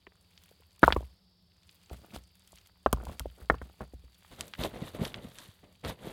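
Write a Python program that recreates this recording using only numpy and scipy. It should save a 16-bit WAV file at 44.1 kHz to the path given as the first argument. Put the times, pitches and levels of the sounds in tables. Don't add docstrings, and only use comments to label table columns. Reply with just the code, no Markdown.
import sys
import numpy as np
from scipy import signal
from scipy.fft import rfft, irfft
from scipy.io import wavfile

SR = 44100
rng = np.random.default_rng(int(sys.argv[2]) if len(sys.argv) > 2 else 0)


def generate_wav(signal):
    frames = np.transpose(np.atleast_2d(signal))
    scaled = np.clip(frames, -1, 1) * 32767
    pcm = np.round(scaled).astype(np.int16)
    wavfile.write(sys.argv[1], SR, pcm)


N = 269976
T = np.arange(N) / SR

# (frequency [Hz], level [dB])
GRIT_SPECTRUM = [(900, 2.5), (1800, 2), (3300, 5.5), (5500, -5), (9000, -3.5), (15000, -6)]


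def undb(db):
    return 10 ** (np.asarray(db) / 20)


def unit(x):
    return x / np.sqrt(np.mean(x ** 2))


def burst(x):
    return x * np.sqrt(0.01 * SR / np.sum(x ** 2))


def fade(t60):
    return np.exp(-np.log(1000) * T[:SR // 2] / max(t60, 1e-4))


def ring(hz, t60):
    return fade(t60) * np.sin(2 * np.pi * hz * T[:SR // 2])


def cut(x, hz, kind, order=2):
    corner_hz = min(hz, SR / 2 - 1000)
    return signal.sosfilt(signal.butter(order, corner_hz, kind, fs=SR, output="sos"), x)


def colour(x, points):
    hz, db = np.transpose(points)
    size = 4096
    log_hz = np.log(np.fft.rfftfreq(size, 1 / SR) + 1)
    gain = undb(np.interp(log_hz, np.log(hz), db))
    cepstrum = irfft(np.log(gain))
    cepstrum[1:size // 2] *= 2
    cepstrum[size // 2 + 1:] = 0
    impulse = irfft(np.exp(rfft(cepstrum)))
    return unit(signal.fftconvolve(x, impulse)[:len(x)])


def add(out, s, x):
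    i = int(s * SR)
    out[i:i + len(x)] += x[:N - i]


def grains(per_s, spread_db):
    size = undb(spread_db * np.minimum(rng.exponential(size=N), 3.5))
    happens = rng.random(N) < per_s / SR
    return unit(happens * size * rng.choice([-1, 1], N))


def crackle(per_s, spread_db, t60):
    edges = [700, 2000, 3800, 7000, 11000, 16500]
    out = np.zeros(N)
    for low_hz, high_hz in zip(edges, edges[1:]):
        envelope = signal.fftconvolve(np.abs(grains(per_s, spread_db)), fade(t60))[:N]
        rasp = envelope * rng.standard_normal(N)
        out += cut(cut(rasp, low_hz, "high", order=3), high_hz, "low", order=3)
    return unit(out)


def scattered(scatter_db, t60):
    tail = rng.standard_normal(SR // 2) * fade(t60)
    tail *= undb(scatter_db) / np.sqrt(np.sum(tail ** 2))
    tail[0] += 1
    return tail


def clack(low_hz, corner_hz):
    blow = cut(scattered(scatter_db=5, t60=0.026), low_hz, "high")
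    broad = cut(blow, corner_hz, "low", order=6)
    edge = cut(blow, 1.362 * corner_hz, "low", order=4)
    return burst(broad + undb(-12.5) * edge)


def catching(hz, depth_db):
    wander = unit(cut(rng.standard_normal(N), hz, "low"))
    return unit(undb(depth_db * np.tanh(wander)))


def swell(s, rise, fall):
    return np.exp(-np.where(T < s, ((T - s) / rise) ** 2, (T - s) / fall))


def pressing(rows):
    pushes = np.array([swell(s, rise, fall) for s, rise, fall, _, _ in rows])
    _, _, _, dull_db, crisp_db = np.transpose(rows)
    return undb(dull_db) @ pushes, undb(crisp_db) @ pushes


def knocks():
    # (time [s], level [dB], low cut [Hz], contact corner [Hz],
    # hollow ring relative to the clack [dB], soil thump [dB])
    contacts = [(0.0681, -51, 400, 3500, -20, -70), (0.071, -53, 130, 610, -0.5, -74),
                (0.121, -66, 300, 2800, -15, -77), (0.513, -59.5, 200, 790, -9, -78),
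                (0.601, -64.5, 200, 670, 2, -77), (0.831, -13, 117, 1860, -15.5, -27),
                (0.8375, -13, 140, 2120, 0, -30), (0.8788, -14.5, 390, 1360, -17, -30),
                (0.9046, -31, 200, 2120, -9.5, -43.5), (0.924, -24.5, 150, 4900, -7.5, -28.5),
                (0.963, -25, 209, 1215, -8.5, -27.5), (1.007, -44.5, 120, 880, 2, -53.5),
                (1.028, -50.5, 120, 1000, -8, -57), (1.912, -43, 130, 800, -28, -38.5),
                (2.159, -54, 100.6, 1300, -11.5, -43.5), (2.53, -57, 297.8, 1090, -11, -58),
                (2.8617, -18, 130, 1577, 0, -33), (2.9287, -23, 90, 1360, -20, -25),
                (2.972, -49, 200, 1470, 0, -41), (3.002, -54, 130, 1400, -18, -46),
                (3.069, -43, 150, 1420, 2, -37), (3.095, -43.5, 150, 1400, -30, -38),
                (3.202, -43.5, 150, 1520, -12, -34), (3.257, -35.5, 243, 830, 0, -40),
                (3.416, -56, 150, 2040, -17.5, -43), (3.4996, -17, 147, 2060, -2.5, -33),
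                (3.518, -37.5, 150, 810, -1, -33), (3.5426, -38.5, 150, 1520, -7, -39.5),
                (3.616, -41, 151, 1930, -14, -40), (3.8066, -39.5, 111, 1590, -1.5, -41),
                (3.936, -47, 120, 710, -5, -41.5), (4.039, -61, 120, 598, -15.5, -48.5)]
    # (centre frequency [Hz], relative level [dB], t60 [s])
    soil_modes = [(61.54, 4, 0.25), (72.28, -4.5, .24), (118, -8.5, .2), (175, -7, .11), (266, -10.5, 0.09)]
    out = np.zeros(N)
    for s, db, low_hz, corner_hz, ring_db, soil_db in contacts:
        hollow = cut(ring(0.69 * corner_hz, t60=0.017), 1.1 * corner_hz, "low", order=4)
        stone = burst(clack(low_hz, corner_hz) + undb(ring_db) * burst(hollow))
        add(out, s, undb(db) * stone)

        soil = np.zeros(SR // 2)
        for hz, mode_db, t60 in soil_modes:
            detune = 1 + 0.033 * rng.standard_normal()
            soil += undb(mode_db) * ring(hz * detune, t60)
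        add(out, s, undb(soil_db) * soil * (1 - fade(t60=0.032)))

        crushed = rng.standard_normal(SR // 2) * fade(t60=0.07) * (1 - fade(t60=0.01))
        add(out, s, undb(soil_db - 26.5) * burst(cut(crushed, 2000, "high")))
    return out


def scrapes():
    # (peak time [s], rise [s], fall [s], grinding [dB], grit [dB])
    drags = [(0.85, 0.021, 0.076, -48.5, -45.5), (1.934, 0.023, 0.028, -47.5, -55.5),
             (2.01, 0.016, 0.099, -61, -82), (2.164, 0.032, 0.014, -46, -49), (3.0, 0.04, 0.077, -48, -88),
             (3.119, 0.06, 0.095, -62.5, -60), (3.414, 0.031, 0.031, -54.5, -64),
             (3.649, 0.035, 0.075, -62, -67.5), (3.826, 0.019, 0.016, -43.5, -62)]
    # (frequency [Hz], level [dB])
    grind_spectrum = [(59, -29), (100, -0.5), (234, 3), (275, -10.5), (355, -5.5), (705, -8.5), (785, -16),
                      (2500, -25), (3250, -58), (5500, -120)]
    grind, grit = pressing(drags)
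    bumps = colour(grains(per_s=250, spread_db=0.0), grind_spectrum)
    trips = grains(per_s=70, spread_db=4.5)
    chatter = unit(signal.fftconvolve(trips, clack(low_hz=182.8, corner_hz=1500))[:N])
    sand = colour(crackle(per_s=700, spread_db=4.0, t60=0.0057), GRIT_SPECTRUM)
    return catching(hz=70, depth_db=5.0) * (grind * (bumps + undb(-4.5) * chatter) + grit * sand)


def snaps():
    # (time [s], level [dB], high cut [Hz])
    breaks = [(0.377, -57, 5000), (0.437, -62, 15000), (0.794, -59, 15000), (1.693, -57.5, 4500),
              (1.897, -59, 5010), (2.238, -66, 9100), (2.354, -65.5, 15000), (2.475, -60.5, 15230),
              (2.557, -59.5, 12000), (2.585, -60, 5900), (2.672, -62, 14000), (2.9287, -33, 15800),
              (3.037, -62, 16000), (3.053, -54.5, 15500), (3.1959, -38.5, 13400), (4.409, -36.5, 10600),
              (4.48, -55, 14200), (4.537, -42, 3530), (4.551, -51, 2600), (4.6371, -39, 4960),
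              (5.052, -40, 5000), (5.143, -40.5, 3640), (5.386, -49, 8650), (5.849, -43, 4100)]
    out = np.zeros(N)
    for s, db, high_hz in breaks:
        tearing_db = -6 - 0.3 * (db + 30)
        low_hz = 1440 * 2 ** ((-40 - db) / 29.5)
        click = cut(scattered(tearing_db, t60=0.022), low_hz, "high")
        click = cut(click, high_hz, "low", order=4)
        piece = ring(3300 * (1 + 0.05 * rng.standard_normal()), t60=0.014)
        piece = cut(burst(piece), low_hz, "high")
        add(out, s, undb(db) * (burst(click) + undb(-10.0) * piece))
    add(out, 2.929, undb(-43.5) * burst(ring(hz=9060, t60=0.028)))
    return out


def footsteps():
    # (peak time [s], rise [s], fall [s], weight on the soil [dB], crushed leaves [dB])
    steps = [(4.32, 0.0097, 0.05, -53.5, -57), (4.405, 0.018, 0.063, -48.5, -54),
             (4.604, 0.014, 0.032, -43, -51), (4.656, 0.043, .018, -35.5, -41.5),
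             (4.76, 0.034, 0.028, -42.5, -59.5), (4.83, 0.046, 0.036, -44, -58.5),
             (4.885, 0.033, 0.022, -56.5, -51), (4.955, 0.013, 0.017, -42, -52),
             (5.005, 0.02, 0.031, -41, -68), (5.055, 0.038, 0.035, -41, -45), (5.18, .04, .04, -45.5, -68),
             (5.248, 0.031, 0.059, -55, -58.5), (5.42, 0.075, 0.077, -60.5, -53.5),
             (5.635, 0.0046, 0.066, -57.5, -87.5), (5.85, 0.01, 0.03, -35.5, -50.5),
             (5.9, 0.025, 0.015, -39.5, -43), (6.08, 0.066, 0.14, -46, -53.5)]
    # (frequency [Hz], level [dB])
    tread_spectrum = [(21, -20), (35, -4), (108, -1), (237, -5), (315, -8), (538, -6), (970, -17),
                      (1160, -17.5), (1660, -28.5), (1980, -22), (2500, -30), (3250, -32), (5500, -120)]
    # (frequency [Hz], level [dB])
    leaf_spectrum = [(530, -40), (900, -5), (1390, -6.5), (1640, -4.5), (2040, -7.5), (2390, -11),
                     (3680, -1.5), (5280, -15.5), (10800, -13.5), (14900, -17), (16000, -38)]
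    # (time [s], level [dB], contact corner [Hz])
    heels = [(4.59, -36.5, 215), (4.648, -31, 735), (4.671, -39, 450), (4.818, -31, 300),
             (4.994, -34.5, 257), (5.013, -25, 298), (5.247, -41.5, 227), (5.486, -48, 200),
             (6.071, -37.5, 493)]
    weight, crush = pressing(steps)
    soil = undb(1.5) * weight * colour(grains(per_s=1500, spread_db=2.0), tread_spectrum)
    fractures = crackle(per_s=850, spread_db=2.5, t60=0.0055)
    leaves = undb(-0.5) * crush * colour(fractures, leaf_spectrum)
    sticks = unit(cut(crackle(per_s=200, spread_db=5.0, t60=0.015), 3630, "low", order=6))
    out = catching(hz=45.0, depth_db=2.5) * (soil + undb(-13) * weight * sticks) + leaves
    for s, db, corner_hz in heels:
        thud = cut(scattered(scatter_db=1.5, t60=0.065), 0.25 * corner_hz, "high")
        thud = cut(thud, corner_hz, "low", order=4)
        add(out, s, undb(db) * burst(thud))
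    return out


def stirring():
    # (time [s], level [dB])
    stir_level = [(0, -82.5), (.42, -65.5), (.7, -73.5), (1.05, -76), (1.4, -88.5), (1.68, -69.5),
                  (2.05, -64.5), (2.3, -74.5), (2.58, -63), (2.75, -76.5), (3.0, -67), (3.4, -69.5),
                  (4.1, -72.5), (4.3, -61.5), (6.12, -74.5)]
    rustle = crackle(per_s=59, spread_db=5.5, t60=0.016) + undb(-1.0) * rng.standard_normal(N)
    ticks = grains(per_s=14, spread_db=2.5)
    ticks = signal.fftconvolve(ticks, scattered(scatter_db=7, t60=0.02))[:N]
    ticks = unit(cut(cut(ticks, 1300, "high"), 6000, "low", order=1))
    level = undb(np.interp(T, *np.transpose(stir_level)))
    return level * (colour(rustle, GRIT_SPECTRUM) + undb(-10) * ticks)


def trees(x):
    tail = rng.standard_normal(SR // 2) * fade(t60=0.32) * (1 - fade(t60=0.045))
    tail = cut(tail, 5500, "low", order=1)
    tail /= np.sqrt(np.sum(tail ** 2))
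    return undb(-35.0) * signal.fftconvolve(x, tail)[:N]


def woodland():
    # (frequency [Hz], level [dB])
    rumble_spectrum = [(20, -16), (45, -7), (80, 4), (105, 0), (135, -18), (180, 2.5), (205, -10.5),
                       (240, -38.5)]
    # (frequency [Hz], level [dB])
    air_spectrum = [(150, 5.5), (400, 5), (1000, -1), (2200, -11.5), (3800, 4), (5000, -4), (6000, -20),
                    (16000, -22.5)]
    # (centre [Hz], width [Hz], peak level [dB], time of the loudest [s], half length [s])
    insects = [(4600, 300, -76.5, 3.3, 6), (4900, 650, -78.5, 1.8, 2.5), (5250, 450, -80, 1.3, .28)]
    rumble = undb(-67.5) * colour(rng.standard_normal(N), rumble_spectrum)
    air = undb(-74.3) * colour(rng.standard_normal(N), air_spectrum)
    out = rumble + air
    for hz, width_hz, db, s, half in insects:
        slow = cut(rng.standard_normal(N), width_hz / 2, "low", order=3)
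        chorus = unit(slow * np.sin(2 * np.pi * hz * T))
        out += undb(db) * chorus * np.exp(-((T - s) / half) ** 2)
    return out


def scene():
    near = knocks() + scrapes() + snaps() + footsteps() + stirring()
    return (near + trees(near) + woodland())[None]


def record(dry):
    x = cut(dry, 35, "high")
    x = x / (1 + x ** 6) ** (1 / 6)
    top_hz, ripple_db, stop_db = 16500, 0.2, 60
    return signal.sosfilt(signal.ellip(8, ripple_db, stop_db, top_hz, fs=SR, output="sos"), x)


dry = scene()
out = record(dry)
generate_wav(out)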